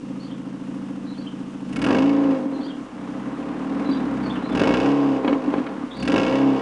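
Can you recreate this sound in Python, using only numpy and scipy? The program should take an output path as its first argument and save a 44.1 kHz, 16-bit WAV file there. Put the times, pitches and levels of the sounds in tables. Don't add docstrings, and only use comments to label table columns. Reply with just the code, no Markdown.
import sys
import numpy as np
from scipy import signal
from scipy.fft import rfft, irfft
from scipy.io import wavfile
from scipy.ndimage import uniform_filter1d

SR = 44100
rng = np.random.default_rng(int(sys.argv[2]) if len(sys.argv) > 2 else 0)


def master(y):
    cut = np.clip(np.atleast_2d(y).T, -1, 1)
    pcm = np.round(cut * 32767)
    wavfile.write(sys.argv[1], SR, pcm.astype(np.int16))


N = 291501
IDLE_HZ, IDLE_TONE_DB, IDLE_CRACK_DB = 27.7, -35, -72


def undb(db):
    return 10 ** (np.asarray(db) / 20)


def unit(x):
    return x / np.sqrt(np.mean(x ** 2))


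def ring(x, hz, width_hz):
    return signal.lfilter(*signal.iirpeak(hz, hz / width_hz, SR), x)


def high(x, hz):
    return signal.sosfilt(signal.butter(4, hz, "high", fs=SR, output="sos"), x)


def low_pass(x, hz):
    return signal.sosfilt(signal.butter(2, hz, fs=SR, output="sos"), x)


def body(x, modes):
    total = 0
    for k, (hz, width_hz, db) in enumerate(modes):
        total = total + (-1) ** k * undb(db) * ring(x, hz, width_hz)
    return total


def coloured(points):
    hz, db = np.transpose(points)
    bins = np.arange(1, N // 2 + 2) * SR / N
    gain = undb(np.interp(np.log(bins), np.log(hz), db))
    return unit(irfft(rfft(rng.standard_normal(N)) * gain, N))


def walk(rate):
    k = int(SR / rate)
    held = np.repeat(rng.standard_normal(N // k + 1), k)
    return uniform_filter1d(held, k)[:N]


def spikes(times, sizes):
    at = np.clip(np.asarray(times) * SR, 0, N - 2)
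    whole = at.astype(int)
    part = at - whole
    return np.bincount(whole, sizes * (1 - part), N) + np.bincount(whole + 1, sizes * part, N)


def fade(x, seconds):
    return signal.lfilter([1], [1, -np.exp(-1 / (seconds * SR))], x)


def track(points):
    return np.interp(np.arange(N) / SR, *np.transpose(points))


# f/Hz, relative level/dB per Hz
AIR_SPECTRUM = [(20, -3.5), (100, -12), (400, -1), (1000, -39.5), (2800, -11.5), (4000, -21), (6000, -21),
                (10000, -28.5)]
AIR_DB = -52


def outdoor_air():
    return undb(AIR_DB + walk(28)) * coloured(AIR_SPECTRUM)


# t after the start/s, length/s, from f/Hz, middle f/Hz, to f/Hz,
# relative level/dB
LEAD_NOTES = [(0, 0.1, 4070, 4050, 4010, -6), (.085, 0.051, 3450, 3350, 3200, -4)]
FALL_NOTES = [(0, 0.079, 4320, 4560, 3930, -5), (.03, 0.14, 3370, 3400, 3550, -11)]
FORK_NOTES = [(0, 0.06, 4150, 3760, 3120, -1.5), (.01, 0.022, 4630, 4620, 4800, 1.5),
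              (.06, .035, 3950, 3920, 3900, -5)]
STEPS_NOTES = [(0, 0.058, 4700, 4500, 4130, -0.5), (.07, 0.024, 3220, 3370, 3300, 7),
               (.097, .025, 3540, 3500, 3350, -6), (.116, 0.0385, 2775, 3100, 2550, 5.5)]
ARCH_NOTES = [(0, 0.07, 3450, 3686, 4500, -2), (.04, 0.11, 4610, 4600, 3980, -1.6),
              (.075, .04, 4320, 3800, 3250, -2)]
HOOK_NOTES = [(0.0044, 0.035, 2820, 3160, 2970, 0)]
DUET_NOTES = [(0, 0.064, 4180, 4480, 4810, -1.5), (.02, 0.071, 4100, 3960, 4300, -15),
              (.05, 0.054, 3080, 3390, 3650, -1.5), (.085, .015, 4500, 4350, 4300, -5),
              (.1, 0.033, 3450, 2950, 2850, 3)]
# t/s, relative level/dB
LEAD_CALLS = [(1.046, -44), (2.51, -42.5), (3.829, -38.5), (4.41, -40)]
FALL_CALLS = [(0.191, -42), (1.154, -41.5)]
FORK_CALLS = [(3.898, -39)]
STEPS_CALLS = [(4.223, -42.5)]
ARCH_CALLS = [(5.9, -40)]
HOOK_CALLS = [(.292, -45), (1.252, -38.5), (4.914, -42)]
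DUET_CALLS = [(2.597, -42.5)]


def sparrows():
    kinds = [(LEAD_NOTES, LEAD_CALLS), (FALL_NOTES, FALL_CALLS), (FORK_NOTES, FORK_CALLS),
             (STEPS_NOTES, STEPS_CALLS), (ARCH_NOTES, ARCH_CALLS), (HOOK_NOTES, HOOK_CALLS),
             (DUET_NOTES, DUET_CALLS)]
    song = np.zeros(N)
    flutter_hz = 150 * walk(350)
    for notes, calls in kinds:
        for start, call_db in calls:
            for lag, length, *glide, note_db in notes:
                a, n = int((start + lag) * SR), int(length * SR)
                hz = np.interp(np.linspace(0, 2, n), [0, 1, 2], glide) + flutter_hz[a:a + n]
                whistle = np.sqrt(2 * np.hanning(n)) * np.sin(2 * np.pi * np.cumsum(hz) / SR)
                song[a:a + n] += undb(call_db + note_db) * whistle
    song *= undb(5 * walk(160))
    age = np.arange(int(.2 * SR)) / SR
    echo = unit(rng.standard_normal(len(age))) * np.exp(-age / .03) * undb(-34)
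    return .35 * song + signal.fftconvolve(song, echo)[:N]


def snap(x):
    t = np.arange(-60, 61) / SR
    width_s = np.where(t < 0, .0008, .00033)
    shape = np.where(t < 0, .6, 1) * t / width_s * np.exp(.5 - (t / width_s) ** 2 / 2)
    return low_pass(np.convolve(x, shape, "same"), 3000)


# f/Hz, width/Hz, relative level/dB
SHELL_MODES = [(1080, 210, -16.5), (1370, 39, 5), (1626, 65, 6.5), (1930, 54, 1.5), (2209, 27, 8),
               (2640, 230, 3.5), (2950, 220, 1.5), (3450, 180, -4), (3860, 260, -9), (4810, 710, -10),
               (6700, 2400, -22)]
# t/s, relative boom level/dB, boom t60/s, relative spit level/dB, relative snap level/dB
EXHAUST_POPS = [(2.457, -15, 0.076, -42, -25), (2.563, -17.5, 0.16, -49, -33),
                (2.664, -19, 0.075, -52, -39), (2.779, -33, 0.045, -49, -45), (3.89, -10, 0.1, -40, -20),
                (5.247, -14.5, 0.2, -23.5, -11), (5.2778, -10.5, 0.12, -16.5, -18),
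                (5.292, -29, .06, -30, -28), (5.308, -17.5, 0.21, -40, -29), (5.329, -18, 0.1, -22, -9),
                (5.478, -9.5, 0.14, -36, -32), (5.54, -11, 0.025, -25, -7), (5.565, -30, 0.064, -32, -28),
                (5.581, -8, 0.058, -29, -34), (5.601, -12, 0.08, -48, -34), (5.666, -31, 0.04, -24.5, -31),
                (5.836, -16, 0.085, -44, -25)]
BOOM_HZ, SPIT_TOP_HZ, SPIT_S = 275.2, 4200, .007


def pops():
    s, _, _, spit_db, snap_db = np.transpose(EXHAUST_POPS)
    boom = np.zeros(N)
    for at, boom_db, t60, _, _ in EXHAUST_POPS:
        a = int(at * SR)
        age = np.arange(min(int(t60 * SR), N - a)) / SR
        boom[a:a + len(age)] += undb(boom_db - 60 * age / t60) * np.sin(2 * np.pi * BOOM_HZ * age)
    bang = spikes(s, undb(spit_db))
    gas = 1.5 * bang + fade(bang, SPIT_S) * rng.standard_normal(N)
    spit = body(gas, SHELL_MODES) + undb(9) * ring(gas, 890, 640) + undb(-13.5) * gas
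    spit = low_pass(low_pass(high(spit, 450), SPIT_TOP_HZ), SPIT_TOP_HZ)
    return high(boom + snap(spikes(s, undb(snap_db))), 205) + spit


# pressed t/s, eased t/s, lifted t/s, crack control level/dB when wide open, when eased
PEDAL_STABS = [(1.638, 1.983, 2.38, -44, -59), (4.434, 4.794, 5.17, -43, -55),
               (5.912, 6.265, 6.65, -42.5, -52)]
# t/s, control level/dB
RESTING_CRACK = [(0, -72), (2.5, -78.5), (3.05, -73.5), (3.9, -60), (4.45, -67), (5.3, -65), (5.56, -60),
                 (5.85, -73.5)]
OPEN_S, EASE_S, LIFT_S = 0.13, 0.21, 0.03
SHUT_DB, SAG_DB = -72.5, -0.5


def crack_level(t):
    levels = [np.interp(t, *np.transpose(RESTING_CRACK))]
    for press, ease, lift, open_db, eased_db in PEDAL_STABS:
        moments = [press, press + OPEN_S, ease, ease + EASE_S, lift, lift + LIFT_S]
        db = [SHUT_DB, open_db, open_db, eased_db, eased_db + SAG_DB, SHUT_DB]
        levels.append(np.interp(t, moments, db))
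    return np.max(levels, axis=0)


def eased(t):
    return sum(np.interp(t, [ease, ease + EASE_S, lift, lift + EASE_S], [0, 1, 1, 0])
               for _, ease, lift, _, _ in PEDAL_STABS)


# t/s, dip level/dB
STUMBLES = [(2.902, -11), (5.929, -8)]
STUMBLE_S = 0.062


def overrun(t):
    return sum(np.interp(t, [lift, lift + LIFT_S, at, at + STUMBLE_S], [0, 1, 1, 0])
               for (_, _, lift, _, _), (at, _) in zip(PEDAL_STABS, STUMBLES))


# t/s, firing rate f/Hz, pipe tone level/dB before stumbles
ENGINE_COURSE = [(0.0, 27.59, -36), (0.959, 28.16, -34), (1.669, 27.78, -36.5), (1.841, 41.15, -21.5),
                 (1.898, 47.27, -21.5), (2.042, 55.84, -16), (2.15, 55.9, -19.5), (2.225, 55.67, -19.5),
                 (2.309, 53.55, -17), (2.351, 51.69, -23.5), (2.5, 44.51, -28), (2.777, 33.81, -29.5),
                 (2.911, 31.58, -34), (3.04, 31.07, -34.5), (3.241, 33.6, -32.5), (3.719, 39, -26),
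                 (3.849, 40.4, -27.5), (3.921, 38.79, -22), (4.119, 34.5, -25), (4.4, 29.83, -31.5),
                 (4.468, 32.23, -28), (4.621, 49.87, -19), (4.822, 68.3, -23), (4.871, 69.74, -21),
                 (4.953, 70.9, -21), (5.12, 67.31, -21.5), (5.193, 65.2, -29), (5.298, 56.16, -24.5),
                 (5.45, 48.76, -26), (5.693, 38.79, -35), (5.838, 35.13, -29), (5.981, 32.51, -36),
                 (6.039, 36.3, -28), (6.092, 47, -21), (6.15, 49.22, -21.5), (6.294, 66.13, -23),
                 (6.391, 68.5, -21.5), (6.444, 68.42, -18.5), (6.536, 66.4, -19.5), (6.61, 66, -32)]
# t/s, level/dB before stumbles
GAS_FLOW = [(0, -42), (1.68, -41), (1.9, -25.5), (2.06, -35.5), (2.32, -35), (2.45, -41), (2.91, -38.5),
            (3.24, -36), (3.72, -34), (3.9, -32), (4.47, -31), (4.62, -28), (4.75, -33), (5.12, -38.5),
            (5.19, -38.5), (5.3, -35), (5.42, -37), (5.52, -34.5), (5.86, -36.5), (6.04, -34),
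            (6.16, -28.5), (6.26, -35.5), (6.48, -36.5), (6.61, -37.5)]
# level/dB at idle, dB per dB of pipe tone, dB per dB of crack,
# dB per octave of speed, dB on the overrun, dB per dB of resting crack
DRONE_LAW = (-36, 0.22, 0.4081, -11.5, -2, 0.0847)
LOPE_LAW = (-35, 0.415, 0.3388, -16.5, -3.5, 0.02)
THUMP_LAW = (-58, 0.28, 0.7427, -11, 3, 0.5)


def controls():
    t = np.arange(N) / SR
    s, hz, tone_db = np.transpose(ENGINE_COURSE)
    hz, tone_db, crack_db = np.interp(t, s, hz), np.interp(t, s, tone_db), crack_level(t)
    dip_db = sum(db * np.exp(-((t - at) / STUMBLE_S) ** 2) for at, db in STUMBLES)
    drivers = [np.ones(N), tone_db - IDLE_TONE_DB, crack_db - IDLE_CRACK_DB, np.log2(hz / IDLE_HZ),
               overrun(t), track(RESTING_CRACK) - IDLE_CRACK_DB]
    drone_db = np.dot(DRONE_LAW, drivers) + dip_db
    lope_db = np.dot(LOPE_LAW, drivers) + dip_db / 2
    thump_db = np.dot(THUMP_LAW, drivers)
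    roar_db = track(GAS_FLOW) + dip_db / 6
    return hz, tone_db + dip_db, drone_db, lope_db, thump_db, roar_db, crack_db


LOUD_BANK_TIMES = [.157, .597, 1.028, 1.243, 1.461, 1.605, 1.76, 1.817, 1.907, 1.985, 3.073, 3.428, 3.591,
                   4.052, 4.232, 4.421, 4.55, 4.673, 4.739, 4.859, 6.025, 6.16, 6.325]


def firing_times(hz):
    t = np.arange(N) / SR
    turns = np.cumsum(hz / 2) / SR
    marked = np.interp(LOUD_BANK_TIMES, t, turns)
    slip = np.unwrap(marked - np.round(marked), period=1)
    turns = turns - np.interp(t, LOUD_BANK_TIMES, slip)
    count = np.arange(np.ceil(2 * turns[0]), 2 * turns[-1]).astype(int)
    return np.interp(count / 2, turns, t), count


CYLINDER_SIZES = [0, -.8, -.4, -1.2]
STEADY_DB, OVERRUN_DB, RISING_DB = 1.2, 2.1, .007
ROUGH_BELOW_HZ = 64


def uneven_firings(hz):
    times, count = firing_times(hz)
    samples = np.arange(N)
    rate = np.interp(times * SR, samples, hz)
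    slope = np.interp(times * SR, samples, uniform_filter1d(np.gradient(hz), size=4000) * SR)
    rough = (overrun(times) > .5) & (rate < ROUGH_BELOW_HZ)
    burning_db = STEADY_DB * IDLE_HZ / rate + RISING_DB * np.maximum(slope, 0)
    uneven_db = np.where(rough, OVERRUN_DB, burning_db)
    late, strong = rng.standard_normal((2, len(times)))
    size = undb(np.take(CYLINDER_SIZES, count % 4) + uneven_db * strong)
    return times + .00008 * uneven_db * late, count, rate, size


# round trip t/s, reflected share
CHAMBER_WALLS = [(.0047, 0.8), (.0083, -0.36)]


def chambers(x):
    for lag_s, share in CHAMBER_WALLS:
        lag = int(lag_s * SR)
        rows = np.pad(x, (0, -N % lag)).reshape(-1, lag)
        x = signal.lfilter([-share, 1], [1, -share], rows, axis=0).ravel()[:N]
    return x


RETURN_S, RETURN = .018, 0.31


def bank_contrast(times, count, size, per_firing):
    contrast = spikes(times, size * (-1.) ** count) * per_firing
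    return contrast - RETURN * np.roll(contrast, int(RETURN_S * SR))


CHOKE_LAG_S, CHOKE_S, CHOKE = 0.0051, 0.0051, 0.34


def choked(times, count, rate):
    weak = count % 2 == 1
    lost = np.minimum(CHOKE * (IDLE_HZ / rate[weak]) ** 2, 1)
    bell = np.exp(-(np.arange(-800, 801) / (CHOKE_S * SR)) ** 2)
    return 1 - np.convolve(spikes(times[weak] + CHOKE_LAG_S, lost), bell, "same")


# f/Hz, width/Hz, relative level/dB
PIPE_MODES = [(245.8, 37.1, -3), (280, 26.5, 6), (288.7, 58, -5)]
SILENCER_MODES = [(132.3, 10.1, -4), (195.2, 12.6, 2.5)]
HEADER_MODES = [(216.8, 13.7, 6.5), (248.3, 17.8, 12.5), (302, 29, 5.5), (495.6, 28, -2.5)]
HUM_DB, HUM_HZ, HUM_WIDTH_HZ = -14, 162, 105


def low_tones(firings, contrast, choke, hz, tone_db, drone_db, lope_db, thump_db):
    tone = unit(high(body(firings, PIPE_MODES), 137))
    drone = unit(high(body(firings, SILENCER_MODES), 110))
    lope = unit(np.roll(high(body(contrast, HEADER_MODES), 210), int(.02 * SR)))
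    thump = unit(ring(ring(firings, 68, 26), 68, 26))
    hum = unit(ring(ring(firings, HUM_HZ, HUM_WIDTH_HZ), HUM_HZ, HUM_WIDTH_HZ))
    pulsed = undb(tone_db) * tone + undb(drone_db) * drone + undb(lope_db) * lope
    return choke * pulsed + undb(thump_db) * thump + undb(tone_db + HUM_DB) * (hz / 60) ** 2 * hum


# t/s, relative level/dB
WALL_LEVEL = [(0.0, -62), (0.09, -50.5), (1.67, -61.5), (1.93, -25), (2.02, -30.5), (2.32, -25),
              (2.94, -58.5), (2.98, -51), (3.34, -54), (3.86, -42), (4.47, -55), (4.61, -24.5), (5.24, -35),
              (5.29, -22), (5.39, -41), (5.5, -31.5), (5.94, -58), (6.09, -28.5), (6.34, -23.5), (6.6, -51)]
WALL_HZ, WALL_WIDTH_HZ = 528, 12


def wall(pulses):
    driven = unit(ring(pulses, WALL_HZ, 60))
    blown = unit(ring(rng.standard_normal(N), WALL_HZ, 60))
    hum = ring(driven + 0.3 * blown, WALL_HZ, WALL_WIDTH_HZ)
    hum = hum / np.sqrt(uniform_filter1d(hum ** 2, size=4000))
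    return undb(track(WALL_LEVEL) - 2.0) * hum


# f/Hz, width/Hz, relative level/dB
GROWL_MODES = [(307.6, 10.7, 7.5), (406.6, 43, 0.5), (461.8, 24.7, 3.5), (524.5, 24, 0), (647.4, 37, -3),
               (801, 59, -4.5), (925, 42, -6), (1053, 77, -5.5)]
GROWL_DB = 9
GROWL_POWER, GROWL_BANKS = 2.75, 1.07
BANKS_TOP_HZ = 547


def growl(firings, contrast, hz):
    pushes = firings + GROWL_BANKS * low_pass(contrast, BANKS_TOP_HZ)
    return unit(high(body(pushes, GROWL_MODES), 311)) * (hz / 60) ** GROWL_POWER * undb(GROWL_DB)


# f/Hz, relative level/dB per Hz
GAS_SPECTRUM = [(240, 16), (400, -9.5), (462, -16), (700, -13.5), (1060, -11), (2070, -23), (4010, -36),
                (9000, -59), (11700, -100.5)]
# f/Hz, width/Hz, relative level/dB
TAILPIPE_MODES = [(420, 44, -21), (448, 46, -5), (536.7, 6.4, 2.5), (650, 5.6, -3), (785, 13, -17.5),
                  (1030, 15, -21.5)]
HISS_FROM_HZ = 400


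def gas_roar(times, size):
    puffs = .5 + fade(spikes(times, size), 0.047)
    gas = coloured(GAS_SPECTRUM)
    jet = high(gas + undb(12.0) * body(gas, TAILPIPE_MODES), HISS_FROM_HZ)
    return unit(puffs * undb(0.13 * walk(12)) * jet)


FRONT_SHARPNESS = [0, -5, -2, -5]


def steep_fronts(times, count):
    return spikes(times, undb(np.take(FRONT_SHARPNESS, count % 4) + 2.0 * rng.standard_normal(len(times))))


# t/s, relative peak level/dB
HARDEST_FIRINGS = [(1.865, -12), (1.907, -6), (1.927, -10), (1.947, -10), (1.986, -10), (4.551, -9),
                   (4.596, -8), (4.617, -4), (4.637, -10), (4.673, -10), (4.707, -10), (4.74, -9),
                   (4.802, -12), (4.86, -11), (6.141, -8), (6.16, -10), (6.18, -8), (6.198, -10),
                   (6.326, -10)]
HARD_CRACK_DB = 1.5
SPRAY_S, CLICK = 0.0057, 2.03
SWELL_S, BLOW_S = .004, 0.012
HISS_DB, HISS_OCTAVE_DB = -20.5, -13.5
EASED_PULSED, EASED_STEADY = 0.55, 0.33


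def crack(fronts, hz, steep, per_firing):
    s, peak_db = np.transpose(HARDEST_FIRINGS)
    sharp = fronts + spikes(s, undb(peak_db + HARD_CRACK_DB))
    spray = fade(sharp, SPRAY_S) - fade(sharp, 0.0007)
    age = np.arange(1300) / SR
    swell = np.minimum(age / SWELL_S, 1) * np.exp(-(age / BLOW_S) ** 4)
    blow = np.convolve(fronts, swell)[:N]
    ease = eased(np.arange(N) / SR)
    pulsed = 1 - (1 - EASED_PULSED) * ease
    steady = 0.012 + EASED_STEADY * ease
    gas = 0.17 * rng.standard_normal(N) * (pulsed * (steep * spray + 0.34 * blow) + steady)
    rasp = CLICK * steep * pulsed * sharp + gas
    hiss = high(0.25 * rng.standard_normal(N) * (pulsed * blow + steady), 3200)
    hiss = undb(HISS_DB + HISS_OCTAVE_DB * np.log2(hz / IDLE_HZ)) * hiss
    return unit(body(rasp * per_firing, SHELL_MODES) + hiss * per_firing)


def shock(fronts, steep, crack_db):
    s, peak_db = np.transpose(HARDEST_FIRINGS)
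    regular = undb(1.364 * crack_db + 38) * steep * snap(fronts)
    return high(regular + snap(spikes(s, undb(peak_db))), 90)


SHOCK_FULL_HZ = 48


def exhaust(hz, tone_db, drone_db, lope_db, thump_db, roar_db, crack_db):
    times, count, rate, size = uneven_firings(hz)
    per_firing = 1 / np.sqrt(hz)
    firings = chambers(spikes(times, size) * per_firing)
    contrast = bank_contrast(times, count, size, per_firing)
    choke = choked(times, count, rate)
    low = low_tones(firings, contrast, choke, hz, tone_db, drone_db, lope_db, thump_db)
    flow = undb(roar_db) * (gas_roar(times, size) + growl(firings, contrast, hz))
    fronts = steep_fronts(times, count)
    steep = np.minimum(hz / SHOCK_FULL_HZ, 1) ** 2
    cracks = undb(crack_db + 9.0) * crack(fronts, hz, steep, per_firing)
    return low + shock(fronts, steep, crack_db) + wall(firings + contrast) + flow + cracks


def scene():
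    return (outdoor_air() + sparrows() + pops() + exhaust(*controls()))[None]


TOP_HZ = 10150


def record(dry):
    rounded = np.tanh(.6 * dry) / .6
    return signal.sosfilt(signal.ellip(10, .2, 80, TOP_HZ, fs=SR, output="sos"), rounded)


dry = scene()
out = record(dry)
master(out)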